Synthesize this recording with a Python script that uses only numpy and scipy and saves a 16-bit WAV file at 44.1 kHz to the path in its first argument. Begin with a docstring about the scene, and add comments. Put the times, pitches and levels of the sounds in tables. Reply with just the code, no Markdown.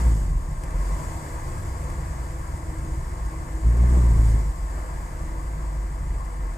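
"""A hard exhaust boom comes first, as an eight-cylinder petrol engine drops from a pull and sags near a stall.
Heard by two microphones in the closed cabin, it recovers, idles unevenly and later pulls hard for a moment.
Sine waves make the boom and the accessory drone; filtered pulses make the uneven firing.
Shaped noise makes body rumble, roar and intake hiss; a panel hums, trim ticks, and single hard firings thump."""
import sys
import numpy as np
from scipy import signal
from scipy.fft import rfft, irfft
from scipy.io import wavfile
from scipy.ndimage import uniform_filter1d

SR = 44100
rng = np.random.default_rng(int(sys.argv[2]) if len(sys.argv) > 2 else 0)


def master_out(mix):
    """Clip the mix to full scale and print it as 16-bit PCM to the path in sys.argv[1]."""
    frames = np.transpose(np.atleast_2d(mix))
    ceiling = np.clip(frames, -1, 1)
    pcm = np.round(ceiling * 32767).astype(np.int16)
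    wavfile.write(sys.argv[1], SR, pcm)


def to_linear_factor(level_db):
    """Convert decibel levels (scalar or array-like) to linear amplitude factors."""
    exponent = np.asarray(level_db, float) / 20
    return 10 ** exponent


N = 289737  # length of the scene [samples]


def evened(x):
    """Scales a sound to an rms of 1."""
    return x / np.sqrt(np.mean(x ** 2) + 1e-20)


def read(points, hz):
    """Reads a curve at the given frequencies, with straight lines on a log frequency scale."""
    f, value = np.transpose(points)
    return np.interp(np.log(hz + 1), np.log(f + 1), value)


def played(table):
    """Turns each column of a time table into one value a sample."""
    s, *columns = np.transpose(table)
    return [np.interp(np.arange(N) / SR, s, c) for c in columns]


def wander(per_s):
    """Slow random drift of rms 1: 24 sine waves up to per_s [Hz], the slower ones stronger."""
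    t = np.arange(0, N + 256, 256) / SR
    slow = 0
    for f in per_s * np.geomspace(.1, 1, num=24):
        slow = slow + np.sin(2 * np.pi * (f * t + rng.random())) / np.sqrt(f)
    return np.interp(np.arange(N) / SR, t, evened(slow))


def colour(x, points, size):
    """Filters with the given spectrum, ringing only after each sound (minimum phase)."""
    gain_db = np.maximum(read(points, abs(np.fft.fftfreq(size, 1 / SR))), -100)
    log_gain = np.log(to_linear_factor(gain_db))
    taps = np.fft.ifft(np.exp(np.conj(signal.hilbert(log_gain)))).real[:size // 2]
    return signal.oaconvolve(x, taps)[:N]


def resonate(x, hz, width):
    """A narrow resonance: shifts hz down to zero, smooths, and shifts back."""
    turn = np.exp(2j * np.pi * np.cumsum(hz * np.ones(N)) / SR)
    r = np.exp(-np.pi * width / SR)
    smooth = signal.lfilter([1 - r], [1, -r], x / turn)
    return 2 * (turn * smooth).real


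def ringing(lines, width):
    """Two draws of noise in narrow resonances, the strongest at rms 1."""
    white = rng.standard_normal((2, N))
    top_db = max(db for hz, db in lines)
    out = 0
    for hz, db in lines:
        line = np.array([resonate(w, hz, width) for w in white])
        out = out + to_linear_factor(db - top_db) * evened(line)
    return out


def airy(points, patchy_db, flicker_db):
    """Two draws of noise sharing one spectrum, drifting patches and a flicker across all pitches."""
    frames, hz = N // 128 + 5, np.fft.rfftfreq(N, 1 / SR)
    a, b, c, d, patches = rng.standard_normal((frames, 257, 5)).T
    patches = uniform_filter1d(patches, size=6, axis=0)  # wide in pitch
    patches = evened(uniform_filter1d(patches, size=20, axis=1))  # slow in time
    flicker = evened(uniform_filter1d(rng.standard_normal(frames), size=5))
    z = np.array([a + 1j * b, c + 1j * d]) * to_linear_factor(patchy_db * patches + flicker_db * flicker)
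    flat = signal.istft(z, nperseg=512, noverlap=384)[1][:, :N]
    return evened(irfft(rfft(flat) * to_linear_factor(read(points, hz)), N))


def cabin(x, t60, wet_db):
    """Quick dense reflections off glass and trim, dying by 60 dB in t60 [s], ripple the colour."""
    t = np.arange(4000) / SR
    echoes = rng.standard_normal(4000) * to_linear_factor(-60 * t / t60) * (t > .001)
    taps = to_linear_factor(wet_db) * evened(echoes) / np.sqrt(4000)
    taps[0] = 1  # the direct sound
    return signal.oaconvolve(x, taps[None] / np.linalg.norm(taps), axes=1)[:, :N]


# times when the engine pulls against a load:
# (start [s], time until release [s], length of release [s], load [0-1])
PULL_TIMES = [(-0.05, 0.34, .7, 0.79), (3.61, 0.75, 0.2, 0.96)]


def pull():
    """Load on the engine: quick rise, hold, slower release."""
    t = np.arange(N) / SR
    total = 0
    for start, hold, release, load in PULL_TIMES:
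        rise = (t - start) / 0.037  # full load after 0.037 s
        fall = 1 + (start + hold - t) / release
        total = total + load * np.clip(np.minimum(rise, fall), 0, 1)
    return total


# engine speed: (time [s], firing rate [firings per s])
FIRING_RATE = [(0.0, 62), (0.1, 56.4), (0.25, 46.6), (0.4, 38), (0.55, 31.2), (0.78, 43), (0.95, 48.4),
               (1.2, 70), (1.44, 79), (1.58, 76), (1.75, 61), (2.04, 62), (2.3, 54.8), (2.76, 56.2),
               (3.24, 53), (3.48, 57), (3.61, 52), (3.66, 56.2), (3.95, 62.4), (4.16, 55.4), (4.38, 53.8),
               (4.55, 47), (4.75, 50), (4.95, 49.8), (5.3, 47), (5.5, 53.7), (5.79, 49.6), (6.05, 51),
               (6.45, 46.5), (6.57, 42)]


def firing_rate():
    """The engine's changing speed, which times every firing."""
    return played(FIRING_RATE)[0]


# strength of each cylinder in firing order, two banks alternating unevenly: (level [dB])
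CYLINDER_LEVELS = [1, -2, 0.5, 2.5, 0.2, 1.5, 2.5, -1.5]


def firings(fired, mean):
    """One pulse a firing: the cylinder's own strength and chance, around a common mean."""
    at = np.flatnonzero(np.diff(np.floor(fired), prepend=0) > 0)
    strength = to_linear_factor(np.array(CYLINDER_LEVELS))
    uneven = (strength - strength.mean())[np.arange(len(at)) % 8]
    chance = .16 * rng.uniform(-0.73, 1, 600)[:len(at)]
    pulses = np.zeros(N)
    pulses[at] = mean + uneven + chance
    return pulses


# how fully the cylinders fire, heard as the boom's first harmonic: (time [s], rms level [dB])
BOOM_LEVEL = [(0.0, -23), (0.06, -15.5), (0.18, -21.5), (0.26, -26), (0.36, -20.5), (0.46, -34),
              (0.56, -35), (0.71, -32), (0.78, -20.5), (0.85, -26), (0.95, -22), (1.02, -48), (1.2, -47),
              (1.44, -39.5), (1.58, -41), (1.76, -30.5), (1.92, -38), (2.04, -30.5), (2.76, -37),
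              (3.24, -31.5), (3.48, -38), (3.61, -30.5), (3.67, -15), (3.76, -19), (3.82, -15),
              (3.87, -16.5), (3.92, -15.5), (4.35, -17), (4.42, -24), (4.5, -21), (4.55, -45),
              (4.63, -22.5), (4.7, -32.5), (4.76, -27), (4.88, -34.5), (4.93, -29.5), (5.08, -36),
              (5.3, -32), (5.5, -29.5), (5.79, -26.5), (5.98, -31), (6.12, -26.5), (6.32, -32),
              (6.45, -25.5), (6.57, -33)]


def boom_level():
    """The boom's level follows how fully the cylinders fire."""
    return played(BOOM_LEVEL)[0]


def boom(fired, *harmonics_db):
    """The even part of the firing: clean harmonics of the firing rate."""
    out = 0
    for k, db in enumerate(harmonics_db):
        out = out + np.sqrt(2) * to_linear_factor(db) * np.sin(2 * np.pi * (k + 1) * fired + 0.24 * k)
    return out


# exhaust and cabin colour of the firings: (frequency [Hz], relative level [dB])
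LOPE_COLOUR = [(10, -45.5), (20, -17), (28, 4.5), (36, -2.5), (50, -2), (62, 0.5), (79, -4.5), (95, -15),
               (110, -13.5), (147, -7.5), (175, -17.5), (260, -43.5), (600, -103)]


def lope(fired, level_db):
    """What each firing has more or less than the average one, rung through exhaust and cabin."""
    rung = colour(firings(fired, 0), LOPE_COLOUR, size=32768)
    steady = rung / np.sqrt(uniform_filter1d(rung ** 2, size=SR // 3) + 1e-20)
    return steady * to_linear_factor(level_db)


def pump(fired):
    """A belt-driven accessory drones, wavering, at 1.37 times the firing rate until it cuts out."""
    running = np.clip((4.9 - np.arange(N) / SR) / .1, 0, 1)  # silent from 4.9 s, after a 0.1 s fade
    level_db = -41 + 2.0 * wander(5)
    return np.sqrt(2) * to_linear_factor(level_db) * running * np.sin(2 * np.pi * 1.37 * fired)


# floor pan at idle: (frequency [Hz], relative level [dB per Hz])
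IDLE_RUMBLE = [(53, -31), (90, 2), (107, -6.5), (144, -1), (159, -1.5), (172, -12), (285, -21),
               (300, -17.5), (390, -41), (660, -120)]
# floor pan shaken by a strong boom: (frequency [Hz], relative level [dB per Hz])
BOOM_GROWL = [(76, -25), (130, -1), (247, -12), (296, -15), (404, -18), (449, -22.5), (510, -29),
              (567, -34), (700, -30), (910, -57), (1540, -120)]


def rumble(fired, level_db, boom_db):
    """The floor pan shakes; a strong boom drives its higher growl, part firing pulses and part rattle."""
    growl_share = 1 / (1 + to_linear_factor(-1.5 * (boom_db + 17.5)))  # half the power for a boom of -17.5 dB
    beat = evened(colour(firings(fired, 0.46), BOOM_GROWL, size=16384))
    rattle = airy(BOOM_GROWL, .7, .3) * (1 + .4 * np.cos(2 * np.pi * fired + .7))
    growl = .8 * beat + .6 * rattle
    idle = airy(IDLE_RUMBLE, 0.76, 0.12)
    return to_linear_factor(level_db) * (np.sqrt(1 - growl_share) * idle + np.sqrt(growl_share) * growl)


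# air past the throttle, and clatter of the engine bay:
# (time [s], air level [dB], clatter level [dB])
AIR_AND_CLATTER = [(0.0, -43, -35), (0.03, -46.5, -39), (0.15, -48.5, -44), (0.36, -54.5, -47),
                   (0.6, -53, -46), (0.67, -54, -43), (0.88, -49, -41.5), (1.08, -48, -40),
                   (1.2, -49.5, -42), (1.7, -50.8, -43), (1.85, -51, -42), (2.3, -52.5, -44),
                   (3.0, -53, -44.5), (3.6, -53, -44), (3.85, -50.5, -40), (3.92, -48.5, -39.5),
                   (4.12, -49.5, -42), (4.3, -47.5, -43), (4.42, -51, -43.5), (4.54, -53.5, -46.5),
                   (4.75, -52.5, -43), (5.6, -54.5, -45), (6.5, -55.5, -45.5)]


def air_and_clatter():
    """The changing levels of the intake hiss and of the engine bay's roar."""
    return played(AIR_AND_CLATTER)


# roar before the resonances: (frequency [Hz], relative level [dB per Hz])
ROAR_COLOUR = [(140, -56), (240, 1), (353, -0.5), (463, -7), (507, -4.5), (754, -6), (1100, -6.5),
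               (1500, -12.5), (2020, -10.5), (2390, -19.5), (3600, -34), (4680, -24.5), (7920, -120)]
# cabin and bulkhead resonances: (frequency [Hz], width [Hz], gain [dB])
PANEL_MODES = [(345, 11.4, 7.5), (499.7, 54, 7.5), (659, 100, 6), (898, 125, 6), (992, 50, 6.5),
               (1076.5, 27, 10), (1118, 18, 5), (1168, 8.6, 11), (1570, 76, 4.5), (1650, 23, 8.5),
               (1800, 58, 7), (2008, 58, 3.5), (2044, 40, 2.5), (2230, 250, 4.5), (2647, 105, 5.5)]


def roar(fired, level_db, full_db):
    """Combustion and valve gear noise through the bulkhead, pulsing with each firing."""
    hz = np.fft.rfftfreq(N, 1 / SR)
    modes_db = sum(db / (1 + (2 * (hz - f) / width) ** 2) for f, width, db in PANEL_MODES)
    noise = evened(irfft(rfft(airy(ROAR_COLOUR, 0.92, 0.23)) * to_linear_factor(modes_db), N))
    low = irfft(rfft(noise) / (1 + (hz / 700) ** 6), N)  # the part below about 700 Hz
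    fuller = noise + (to_linear_factor(full_db) - 1) * low
    pulsing = 1 + 0.061 * np.cos(2 * np.pi * fired)
    return fuller * to_linear_factor(level_db - 0.07) * pulsing


# rushing air: (frequency [Hz], relative level [dB per Hz])
HISS_COLOUR = [(2600, -13.5), (3800, -13), (4450, -15.5), (4600, -8.5), (6200, -9), (6600, -3.5), (7700, 0),
               (8200, -3), (8950, -4.5), (9200, -10), (10400, -10), (11500, -14.5), (13400, -15.5),
               (13600, -20), (15300, -14), (15600, -50)]
# narrow duct resonances: (frequency [Hz], relative level [dB])
DUCT_LINES = [(4608, -74), (7257, -84), (7655, -74), (8118, -67), (8877, -85)]


def hiss(level_db):
    """Air rushing past the throttle, with narrow duct resonances."""
    rush = airy(HISS_COLOUR, 0.58, 0.41)
    ducts = to_linear_factor(-22.5) * ringing(DUCT_LINES, 30)
    return cabin(rush + ducts, 0.05, -6.0) * to_linear_factor(level_db)


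# spells in which the panel sings:
# (start [s], length [s], level before mixing note and fuzz [dB], frequency [Hz])
HUM_SPELLS = [(0.0, 0.12, -53, 320), (0.944, 0.39, -51, 322), (1.327, .18, -46.5, 321),
              (1.708, 0.21, -52.5, 320.7), (2.21, 0.3, -48, 323), (2.579, .4, -45.5, 321),
              (3.334, 0.44, -47.5, 322.2), (4.02, 0.29, -52, 322), (5.163, .28, -48.5, 324.4)]


def hum():
    """A panel sings in spells: a steady note with narrow noise that makes it unsteady."""
    t = np.arange(N) / SR
    fuzz = evened(resonate(rng.standard_normal(N), 321.3, 9.5))
    out = to_linear_factor(-59.5) * fuzz  # always there, even between spells
    for start, length, db, hz in HUM_SPELLS:
        inside = np.minimum(t - start, start + length - t)
        fade = np.clip(inside / 0.063 + .5, 0, 1)  # each fade lasts 0.063 s
        out = out + to_linear_factor(db) * fade * (1.14 * np.cos(2 * np.pi * hz * t) + 0.42 * fuzz)
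    return out


# small ticks: (time [s], level before colour and the final trim [dB])
TICK_TIMES = [(0.635, -32), (0.7059, -37.5), (1.8993, -38), (3.7702, -40), (5.1911, -42), (6.2486, -42)]
# colour of a tick: (frequency [Hz], relative level [dB])
TICK_COLOUR = [(470, -40), (800, 4.5), (2120, 0), (3230, -18), (7050, -8), (8270, -13), (9960, -4),
               (15400, -36)]


def ticks():
    """Short dry ticks of trim: a crack of noise with a quick tail."""
    out, t = np.zeros(N + 2000), np.arange(2000) / SR
    puffs = rng.standard_normal((len(TICK_TIMES), 2000))
    for (s, db), puff in zip(TICK_TIMES, puffs):
        out[round(s * SR):][:2000] += to_linear_factor(db - 60 * t / 0.042) * puff  # falls 60 dB in 0.042 s
    usual = colour(rng.standard_normal(N), TICK_COLOUR, size=2048).std()  # undoes the filter's gain
    return to_linear_factor(-5.5) * colour(out[:N], TICK_COLOUR, size=2048) / usual


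# single hard firings among the weak ones: (time [s], level, 3 dB above the dip's depth [dB])
THUMP_TIMES = [(1.069, -18), (1.16, -22.5), (1.349, -22), (1.898, -23), (1.949, -21), (2.039, -23),
               (2.08, -18), (2.399, -21), (2.539, -14), (2.649, -21), (2.688, -18), (2.789, -15),
               (2.929, -27), (3.118, -30), (3.259, -18), (3.399, -18), (3.509, -19), (3.549, -17),
               (5.129, -20)]


def thumps():
    """A short dip of cabin pressure, deepest 4 ms after its listed time, with a swing on either side."""
    u = (np.arange(-1500, 1500) / SR - .004) / .0042
    dip = (u ** 2 - 1) * np.exp(-u ** 2 / 2)
    kicks = np.zeros(N)
    for s, db in THUMP_TIMES:
        kicks[round(s * SR)] = to_linear_factor(db - 3)
    return signal.oaconvolve(kicks, dip, "same")


# how alike the microphones hear the noise: (frequency [Hz], likeness [0-1])
LIKENESS = [(40, .998), (130, .9), (220, .8), (330, .9), (480, .7), (570, .4), (660, .78), (770, .55),
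            (900, .86), (1100, .5), (1600, .35), (2100, .78), (2400, .25), (2850, .7), (3300, .1),
            (6200, .22), (6700, .8), (9300, .62), (11000, .9), (13000, .55), (15000, .6)]
# how far the left microphone leads: (frequency [Hz], phase [radians])
LEFT_LEAD = [(0, 0), (40, .09), (130, .2), (420, .25), (520, 1), (620, .3), (950, 1.1), (1050, 3.1),
             (1500, 3.2), (1950, 6.3), (2300, 6.1), (2550, 8), (2800, 6.3), (3100, 6.5), (4500, 12.4),
             (6500, 12.57), (16000, 12.57)]
# left minus right: (frequency [Hz], level [dB])
LEFT_LEAN = [(60, 0), (250, .3), (330, 1.5), (450, .5), (600, 3), (700, 1.8), (1050, 6.5), (1300, 5),
             (1500, 0), (1750, 5), (2000, 1), (3200, 0), (15000, 0)]


def pair(shared, x, other):
    """Two microphones a little apart: a shift and a tilt between them; the diffuse noise is only partly alike."""
    hz = np.fft.rfftfreq(N, 1 / SR)
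    same = np.clip(read(LIKENESS, hz), 0, 1)
    shift = np.exp(-1j * np.interp(hz, *np.transpose(LEFT_LEAD)))
    lean = to_linear_factor(read(LEFT_LEAN, hz) / 2)
    # what the sum of both keeps
    centre = np.sqrt(abs(lean + same * shift / lean) ** 2 + (1 - same ** 2) / lean ** 2) / 2
    left = (rfft(shared) + rfft(x)) * lean
    right_noise = same * rfft(x) + np.sqrt(1 - same ** 2) * rfft(other)
    right = (rfft(shared) + right_noise) * shift / lean
    return irfft(np.array([left, right]) / centre, N)


def scene():
    """Speed, load and firing strength steer the engine layers, which then reach the two microphones."""
    rate, boom_db, load = firing_rate(), boom_level(), pull()
    air_db, roar_db = air_and_clatter()
    fired = np.cumsum(rate) / SR  # firings so far

    # each level: value without load [dB] + gain at full load [dB]
    second_db, third_db = -56.5 + 25 * load, -58.5 + 11 * load
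    lope_db, rumble_db = -34 + 5.5 * load, -39.5 + 8.5 * load
    full_db = 0.53 + 1.8 * load

    # an exhaust resonance at 109.5 Hz, 14.5 Hz wide, lifts the second harmonic by up to 6.5 dB
    second_db += 6.5 / (1 + (2 * (2 * rate - 109.5) / 14.5) ** 2) + 1.3 * wander(11)
    rumble_db += -0.62 * np.arange(N) / SR  # the rumble calms slowly [dB per s]
    rumble_db += .5 * load * (rate - 55)  # under load it grows with speed
    rumble_db += 1.17 * wander(9)
    lope_db += 2.085 * wander(7.2)
    roar_db = roar_db + 0.32 * wander(9)

    shared = boom(fired, boom_db, second_db, third_db) + lope(fired, lope_db) + pump(fired)
    shared += hum() + ticks() + thumps()
    noise = rumble(fired, rumble_db, boom_db) + roar(fired, roar_db, full_db) + hiss(air_db)
    return pair(shared, *noise)


def band_limit(x):
    """A steep low-pass at the top of the band."""
    return signal.sosfilt(signal.butter(12, 15500, fs=SR, output="sos"), x)


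def record(dry):
    """Passes the finished stereo mix through the last step of the chain."""
    return band_limit(dry)


dry = scene()
out = record(dry)
master_out(out)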